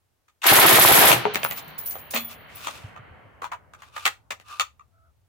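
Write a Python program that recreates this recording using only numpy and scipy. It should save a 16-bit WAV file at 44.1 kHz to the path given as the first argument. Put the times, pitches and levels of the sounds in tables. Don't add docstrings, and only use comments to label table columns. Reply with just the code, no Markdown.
import sys
import numpy as np
from scipy import signal
from scipy.fft import rfft, irfft
from scipy.io import wavfile
from scipy.ndimage import uniform_filter1d

SR = 44100
rng = np.random.default_rng(int(sys.argv[2]) if len(sys.argv) > 2 else 0)


def file_out(sig):
    cols = np.atleast_2d(sig).T
    lim = np.clip(cols, -1, 1)
    pcm = np.round(lim * 32767).astype(np.int16)
    wavfile.write(sys.argv[1], SR, pcm)


N = 233096
TIME = np.arange(N) / SR
AGE = TIME[:SR // 2]

# frequency_hz, relative_density_db (per Hz)
AIR_SPECTRUM = [(30, -16.5), (80, -5), (200, -19.5), (600, -19), (2000, -26.5), (6000, -31.5), (16000, -33)]
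HILL_SPECTRUM = [(60, -28), (130, 0), (200, -5.5), (350, -9.5), (550, -3.5), (1200, -6), (2500, -7.5),
                 (4000, -13.5), (5500, -24), (9000, -44.5)]
CLACK_SPECTRUM = [(60, -39.5), (200, -18), (450, -1), (900, 5.5), (2400, -1), (4000, -8.5), (5200, -14.5),
                  (7000, -11.5), (11000, -22.5), (16000, -18)]
BLAST_SPECTRUM = [(29, -52.5), (50, -25.5), (114, -5.5), (291, -9), (353, -1.5), (532, -6.5), (678, -1.5),
                  (1360, -6), (2320, -8), (2750, -10), (3580, -10.5), (6090, -17), (8970, -15.5),
                  (11700, -10), (16000, -17)]
# frequency_hz, width_hz, gain_db
ACTION_MODES = [(1199, 45, 11), (1368, 265, -7.5), (2540, 440, -7.5), (3480, 200, -14)]
# frequency_hz, width_hz, gain_db
RECEIVER_MODES = [(537, 51, -4), (1223, 93, 6.5), (1370, 82, -9), (1890, 110, -5), (2330, 180, -6),
                  (2620, 61, -4.5), (3230, 50, -8), (3540, 93, -2.5), (4390, 45, -4), (6214, 93, 2),
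                  (7050, 300, -9)]
# frequency_hz, relative_level_db, t60_s
STEEL_MODES = [(1836, -8, 0.33), (3408, -7, 0.45), (3740, -12, .43), (4210, -12, 0.2), (4350, 2, 0.17),
               (7262, -9, .19)]
# start_s, peak_db, pitch_hz, t60_s
BUMPS = [(1.1, -26.5, 122.6, 0.54), (1.254, -22, 420.5, .17), (1.439, -40, 130, 0.23),
         (1.67, -44.5, 154.5, 0.27), (2.141, -34, 230.7, 0.42), (2.84, -33, 103.6, .087),
         (2.99, -44, 120.6, 0.13), (3.107, -42.5, 91.2, 0.078)]
# start_s, main_ring_db, low_ring_db, tick_db
CASE_LANDINGS = [(1.335, -32.5, -46, -40), (1.438, -21.5, -33, -45), (1.57, -32.5, -53, -38),
                 (1.779, -27.5, -43, -40), (1.858, -27, -41, -37.5), (1.904, -35, -43, -36),
                 (2.104, -37, -38, -33), (2.142, -25, -40, -36), (2.245, -32, -45.5, -54),
                 (2.55, -39, -47.5, -58)]
# start_s, length_s, rub_level_db, treble_db (before the hiss gain),
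# main_mode_db (gain of the main resonance against the upper ones)
STROKES = [(1.549, 0.042, -38.5, -40, -18), (2.276, 0.052, -50, -48, -14), (2.48, 0.25, -43.5, -47, -14),
           (3.736, .15, -57, -72, -5), (3.911, 0.13, -43, -53, -7), (4.43, 0.13, -42, -59.5, -1)]
# start_s, middle_band_db,
# weight_db and brightness_db (low and high band against the middle), contact_t60_s,
# receiver_ring_db (before the common ring gain)
CLACKS = [(0.28, -56, -18, -6, 0.034, -2), (0.416, -38.5, -20, 3, .044, -11),
          (.428, -18.5, -21, -6, 0.12, -17), (.453, -20.5, 0, -1, 0.047, -11),
          (1.116, -10, -3.5, 2.5, 0.0048, 2.5), (1.2532, -16.5, 4, -22, 0.0038, -32),
          (1.3462, -22.5, -17, 0, 0.0041, -26), (1.3564, -14.5, -9.5, -4.5, 0.0034, -30),
          (1.431, -24.5, -5, 0.5, 0.016, -27), (1.4484, -13.5, -6, -10.5, 0.0041, -28),
          (1.511, -26, -3.5, -2, .002, -14), (1.954, -34.5, -1, -10.5, 0.013, -12),
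          (2.133, -25.5, -4, -3, 0.077, -12), (2.149, -22.5, -9.5, 0, 0.12, -6),
          (2.669, -23.5, -5.5, -7, 0.019, 5), (2.96, -39, -11, -18.5, 0.026, 2),
          (3.417, -28.5, -9, -17, 0.038, -9), (3.435, -25, -11.5, -17, 0.085, -16),
          (3.515, -27.5, -14, -18.5, 0.061, -12), (3.735, -42, -23, -8.5, 0.016, 0),
          (3.819, -41.5, -24, -7, .028, -5), (3.962, -29, -13.5, -9.5, 0.03, -10.5),
          (4.053, -17, -25, 1.5, 0.014, -13), (4.06, -16, -15.5, -4.5, 0.023, -10),
          (4.305, -26.5, -6.5, -3, .024, -3.5), (4.399, -44, -9, -3, .004, -9),
          (4.597, -16.5, -24, 1, 0.0073, 5.5), (4.605, -22.5, -23, -5, 0.01, 8),
          (4.794, -45, -31, -18, 0.013, 15)]
ROUND_CYCLE = [(0.001, .002, 0.21, 12400, 14400, -18.5), (-.002, 0.0017, 0.15, 1250, 37000, -15.5),
               (.009, 0.013, 0.27, 1400, 4900, -16), (.016, 0.017, 0.2, 5700, 16000, -14.5),
               (.021, 0.015, 0.26, 310, 4000, -13.5), (.055, .003, 0.065, 460, 1300, -13.5),
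               (0.053, 0.0044, 0.21, 53, 340, -25)]

AIR_DB = -73.5
BREEZE_DB = -80
RUMBLE_DB, RUMBLE_RISE_S, RUMBLE_HOLD_S, RUMBLE_FALL_DB_PER_S = -57.5, .6, 1.9, 4.5
NEAR_ECHO_DB, NEAR_HOLD_S, NEAR_FALL_DB_PER_S = -30.5, 0.11, 33
FAR_ECHO_DB, FAR_HOLD_S, FAR_FALL_DB_PER_S = -46, 1.874, 14
SQUEAK_S, SQUEAK_LENGTH_S, SQUEAK_HZ, SQUEAK_DB = 4.91, .22, 666, -64
LEAN_S, LEAN_GAP_S, LEAN_HZ, LEAN_DB = 3, .12, 88, -47.5
CASE_HZ = 14850
CASE_LOW_HZ, CASE_LOW_SPREAD_HZ = 10630, 110
HOP_S, HOP_DB = .075, -13
STEEL_S, STEEL_DB = 2.16, -32
STROKE_RISE_SHARE, STROKE_T60_SHARE = 0.81, 1.77
PART_HZ, BRIGHTNESS_DB_PER_OCTAVE = 2280, 15
HANDLING_PAN_DB = 1.2
FIRST_ROUND_S, ROUND_GAP_S, ROUND_COUNT = 0.4665, 0.0649, 10
BURST_END_S = FIRST_ROUND_S + ROUND_COUNT * ROUND_GAP_S
TOP_HZ = 16000


def undb(db):
    return 10 ** (np.asarray(db) / 20)


def unit(x):
    return x / np.sqrt(np.mean(x ** 2))


def crest(x, size=176):
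    return x / np.sqrt(uniform_filter1d(np.mean(x ** 2, axis=0), size).max())


def noise(size, alike=0.22):
    common, *own = rng.standard_normal((3, size))
    return np.sqrt(alike) * common + np.sqrt(1 - alike) * np.array(own)


def band(x, low_hz, high_hz, order=3):
    high_hz = min(high_hz, SR / 2 - 1)
    low_hz = min(low_hz, high_hz / 2 ** (1 / 3))
    return signal.sosfilt(signal.butter(order, [low_hz, high_hz], "band", fs=SR, output="sos"), x)


def colour(x, spectrum):
    hz, db = np.transpose(spectrum)
    size = x.shape[-1]
    bins_hz = np.maximum(np.fft.rfftfreq(size, 1 / SR), 1)
    gain = undb(np.interp(np.log(bins_hz), np.log(hz), db))
    return unit(irfft(rfft(x) * gain, size))


def resonate(x, modes):
    out = 0
    for hz, width_hz, db in modes:
        numerator, denominator = signal.iirpeak(hz, hz / width_hz, fs=SR)
        out = out + undb(db) * signal.lfilter(numerator, denominator, x)
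    return out


def swell(rise_s, t60):
    return np.minimum(AGE / rise_s, 1) * undb(-60 * np.maximum(AGE - rise_s, 0) / t60)


def flutter(size, rate_hz, depth_db):
    step = int(SR / rate_hz)
    levels = rng.standard_normal(size // step + 2)
    return undb(depth_db * np.interp(np.arange(size) / step, np.arange(len(levels)), levels))


def add(out, start_s, x):
    i = int(start_s * SR)
    out[:, i:i + x.shape[1]] += x[:, :N - i]


def lingering(db, hold_s, fall_db_per_s, rise_s=.5):
    rise = np.clip((TIME - FIRST_ROUND_S - ROUND_GAP_S) / rise_s, 0, 1)
    return rise * undb(db - fall_db_per_s * np.maximum(TIME - BURST_END_S - hold_s, 0))


def sheltered(x, room_db=0.0, roof_s=.0095, roof_db=-2, tail_db=-7, roof_t60=0.058, tail_t60=0.18):
    size = len(AGE)
    scatter = noise(size) * flutter(size, 2500, 5.6) * swell(0.00041, roof_t60)
    roof = np.pad(scatter, ((0, 0), (int(roof_s * SR), 0)))[:, :size]
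    tail = noise(size) * swell(.002, tail_t60)
    response = (undb(roof_db) * unit(roof) + undb(tail_db) * unit(tail)) / np.sqrt(size)
    return x + undb(room_db) * signal.fftconvolve(x, response, axes=1)[:, :size]


def outdoors():
    strength = undb(BREEZE_DB) + lingering(RUMBLE_DB, RUMBLE_HOLD_S, RUMBLE_FALL_DB_PER_S, RUMBLE_RISE_S)
    rumble = unit(band(noise(N, 0.27), 60, 108, order=2)) * strength
    return rumble + undb(AIR_DB) * colour(noise(N), AIR_SPECTRUM)


def hills(first_hz=5400, dulling_s=2.16):
    edge_hz = first_hz * np.exp(-np.maximum(TIME - BURST_END_S, 0) / dulling_s)
    spectrum_hz, spectrum_db = np.transpose(HILL_SPECTRUM)
    out = 0
    for hz in 100 * 2 ** (np.arange(13) / 2):
        share = unit(band(noise(N), hz, hz * np.sqrt(2), order=5)) * flutter(N, 14, 1.3)
        share_db = np.interp(np.log(hz * 2 ** (1 / 4)), np.log(spectrum_hz), spectrum_db)
        bandwidth_gain = np.sqrt(hz / 2400)
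        absorption = 1 + (hz / edge_hz) ** 5
        out = out + share * undb(share_db) * bandwidth_gain / absorption
    near = lingering(NEAR_ECHO_DB, NEAR_HOLD_S, NEAR_FALL_DB_PER_S)
    far = lingering(FAR_ECHO_DB, FAR_HOLD_S, FAR_FALL_DB_PER_S)
    return out * np.hypot(near, far)


def squeak(fundamental_db=-7, waver_db=.5):
    cycles = np.cumsum(SQUEAK_HZ * flutter(N, 300, waver_db)) / SR
    phase = 2 * np.pi * (cycles + rng.random((2, 1)))
    tone = undb(fundamental_db) * np.sin(phase) + np.sin(2 * phase)
    arch = np.sin(np.pi * np.clip((TIME - SQUEAK_S) / SQUEAK_LENGTH_S, 0, 1))
    return undb(SQUEAK_DB) * arch * unit(tone * flutter(N, 60, 2.5))


def bumps(upper_ratio=1.1, upper_db=-11, lean_t60=0.072, lean_scatter=0.152, count=3):
    out = np.zeros((2, N))
    nudges = []
    for k, (late, higher) in enumerate(lean_scatter * rng.standard_normal((count, 2))):
        start_s = LEAN_S + LEAN_GAP_S * (k + late)
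        nudges.append((start_s, LEAN_DB, LEAN_HZ * np.exp(higher), lean_t60))
    for start_s, db, hz, t60 in list(BUMPS) + nudges:
        boom = np.sin(2 * np.pi * hz * AGE)
        boom = boom + undb(upper_db) * np.sin(2 * np.pi * hz * upper_ratio * AGE)
        add(out, start_s, undb(db) * crest(boom * swell(0.009, t60) * np.ones((2, 1))))
    return out


def cases(ring_t60=0.43, strike_db=6, strike_t60=0.043, tick_t60=0.034, beat_hz=60, hop_scatter=0.18):
    out, size = np.zeros((2, N)), len(AGE)
    fade = swell(.012, ring_t60) + undb(strike_db) * swell(.006, strike_t60)
    for start_s, ring_db, low_db, tick_db in CASE_LANDINGS:
        shape, bounce = rng.standard_normal(2)
        low_hz = CASE_LOW_HZ + CASE_LOW_SPREAD_HZ * shape
        second_s = start_s + HOP_S * (1 + hop_scatter * bounce)
        for lands_s, loss_db in (start_s, 0), (second_s, HOP_DB):
            for hz, db in (CASE_HZ, ring_db), (low_hz, low_db):
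                cluster_hz = hz + beat_hz * rng.standard_normal(size=(3, 1, 1))
                cycles = cluster_hz * AGE + rng.random(size=(3, 2, 1))
                tone = np.sin(2 * np.pi * cycles).sum(axis=0)
                add(out, lands_s, undb(db + loss_db) * crest(tone * flutter(size, 150, 2.0) * fade))
            tick = band(noise(size), 4600, 19000, order=1) * flutter(size, 624, 4.4)
            tick = tick * swell(.008, tick_t60)
            add(out, lands_s, undb(tick_db + loss_db) * crest(sheltered(tick)))
    return out


def steel():
    out = np.zeros((2, N))
    ring = 0
    for hz, db, t60 in STEEL_MODES:
        tone = np.sin(2 * np.pi * (hz * AGE + rng.random((2, 1))))
        ring = ring + undb(db) * tone * swell(.004, t60)
    add(out, STEEL_S, undb(STEEL_DB) * crest(ring))
    return out


def slides(hiss_db=-1, uneven_db=3.0):
    grains = noise(N) * flutter(N, 500, 2.3) * flutter(N, 45, uneven_db)
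    hiss = unit(band(grains, 1500, 6500, order=1))
    main, upper = resonate(grains, ACTION_MODES[:1]), resonate(grains, ACTION_MODES[1:])
    out = 0
    for start_s, length_s, db, treble_db, ring_db in STROKES:
        done = (TIME - start_s) / length_s
        rise = np.clip(done / STROKE_RISE_SHARE, 0, 1)
        speed = rise * undb(-60 * np.maximum(done - 1, 0) / STROKE_T60_SHARE)
        rub = unit(undb(ring_db) * main + upper)
        out = out + speed * (undb(db) * rub + undb(treble_db + hiss_db) * hiss)
    return out


def knocks(ring_db=5, part_db=6, part_width=0.3, rattle_db=-16, rattle_t60=.06, softness=.11, near_db=-5,
           receiver_from_db=-6):
    out, size = np.zeros((2, N)), len(AGE)
    for start_s, level_db, weight_db, bright_db, contact_t60, metal_db in CLACKS:
        chatter = colour(noise(size), CLACK_SPECTRUM) * flutter(size, 1200, 3)
        contact = swell(contact_t60 * softness, contact_t60)
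        push = chatter * (contact + undb(rattle_db) * swell(contact_t60 * softness, rattle_t60))
        part_hz = PART_HZ * 2 ** (bright_db / BRIGHTNESS_DB_PER_OCTAVE)
        own_db = part_db - max(metal_db - receiver_from_db, 0)
        push = push + resonate(push, [(part_hz, part_hz * part_width, own_db)])
        receiver = undb(ring_db + metal_db) * resonate(push, RECEIVER_MODES)
        room_db = np.interp(metal_db, [-20, -10], [near_db, 0])
        hit = sheltered(push + receiver, room_db)
        for low_hz, high_hz, db in (150, 750, weight_db), (750, 3000, 0), (3000, 16000, bright_db):
            add(out, start_s, undb(level_db + db) * crest(band(hit, low_hz, high_hz)))
    return out


def zing(zing_db=-17.5):
    hz = 9000 + 5400 * np.exp(-AGE / .0085)
    phase = 2 * np.pi * (np.cumsum(hz) / SR + 0.24 * rng.random((2, 1)))
    return undb(zing_db) * crest(np.sin(phase) * swell(.007, .018))


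def burst(repeat=0.27, grit_db=0.56, jitter=.04, scatter_db=1.85, burst_db=3.5, timing_s=.0007):
    out, size = np.zeros((2, N)), len(AGE)
    rounds_s = FIRST_ROUND_S + ROUND_GAP_S * np.arange(ROUND_COUNT)
    rounds_s = rounds_s + timing_s * rng.standard_normal(ROUND_COUNT)
    for delay_s, rise_s, t60, low_hz, high_hz, db in ROUND_CYCLE:
        alike = .6 if high_hz < 1600 else .08
        paths = noise(size, alike)
        for start_s in rounds_s:
            mixed = np.sqrt(repeat) * paths + np.sqrt(1 - repeat) * noise(size, alike)
            gas = colour(mixed, BLAST_SPECTRUM) * flutter(size, 500, grit_db)
            gas = unit(band(gas, low_hz, high_hz, order=2))
            late, louder = rng.standard_normal(2)
            gas = gas * undb(db + scatter_db * louder) * swell(rise_s, t60)
            add(out, start_s + delay_s * (1 + jitter * late), gas)
    for start_s in rounds_s:
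        add(out, start_s, zing())
    return undb(burst_db) * out


def scene():
    pan = undb(np.array([[HANDLING_PAN_DB], [-HANDLING_PAN_DB]]) / 2)
    handling = (knocks() + slides() + steel()) * pan
    return outdoors() + hills() + squeak() + bumps() + cases() + handling + burst()


def record(dry, limit_db=-11.5, size=600):
    power = uniform_filter1d(np.mean(dry ** 2, axis=0), size)
    held = dry / (1 + (power / undb(limit_db) ** 2) ** 4) ** (1 / 8)
    rounded = 2 * np.tanh(held / 2)
    return signal.sosfilt(signal.ellip(10, .2, 70, TOP_HZ, fs=SR, output="sos"), rounded)


dry = scene()
out = record(dry)
file_out(out)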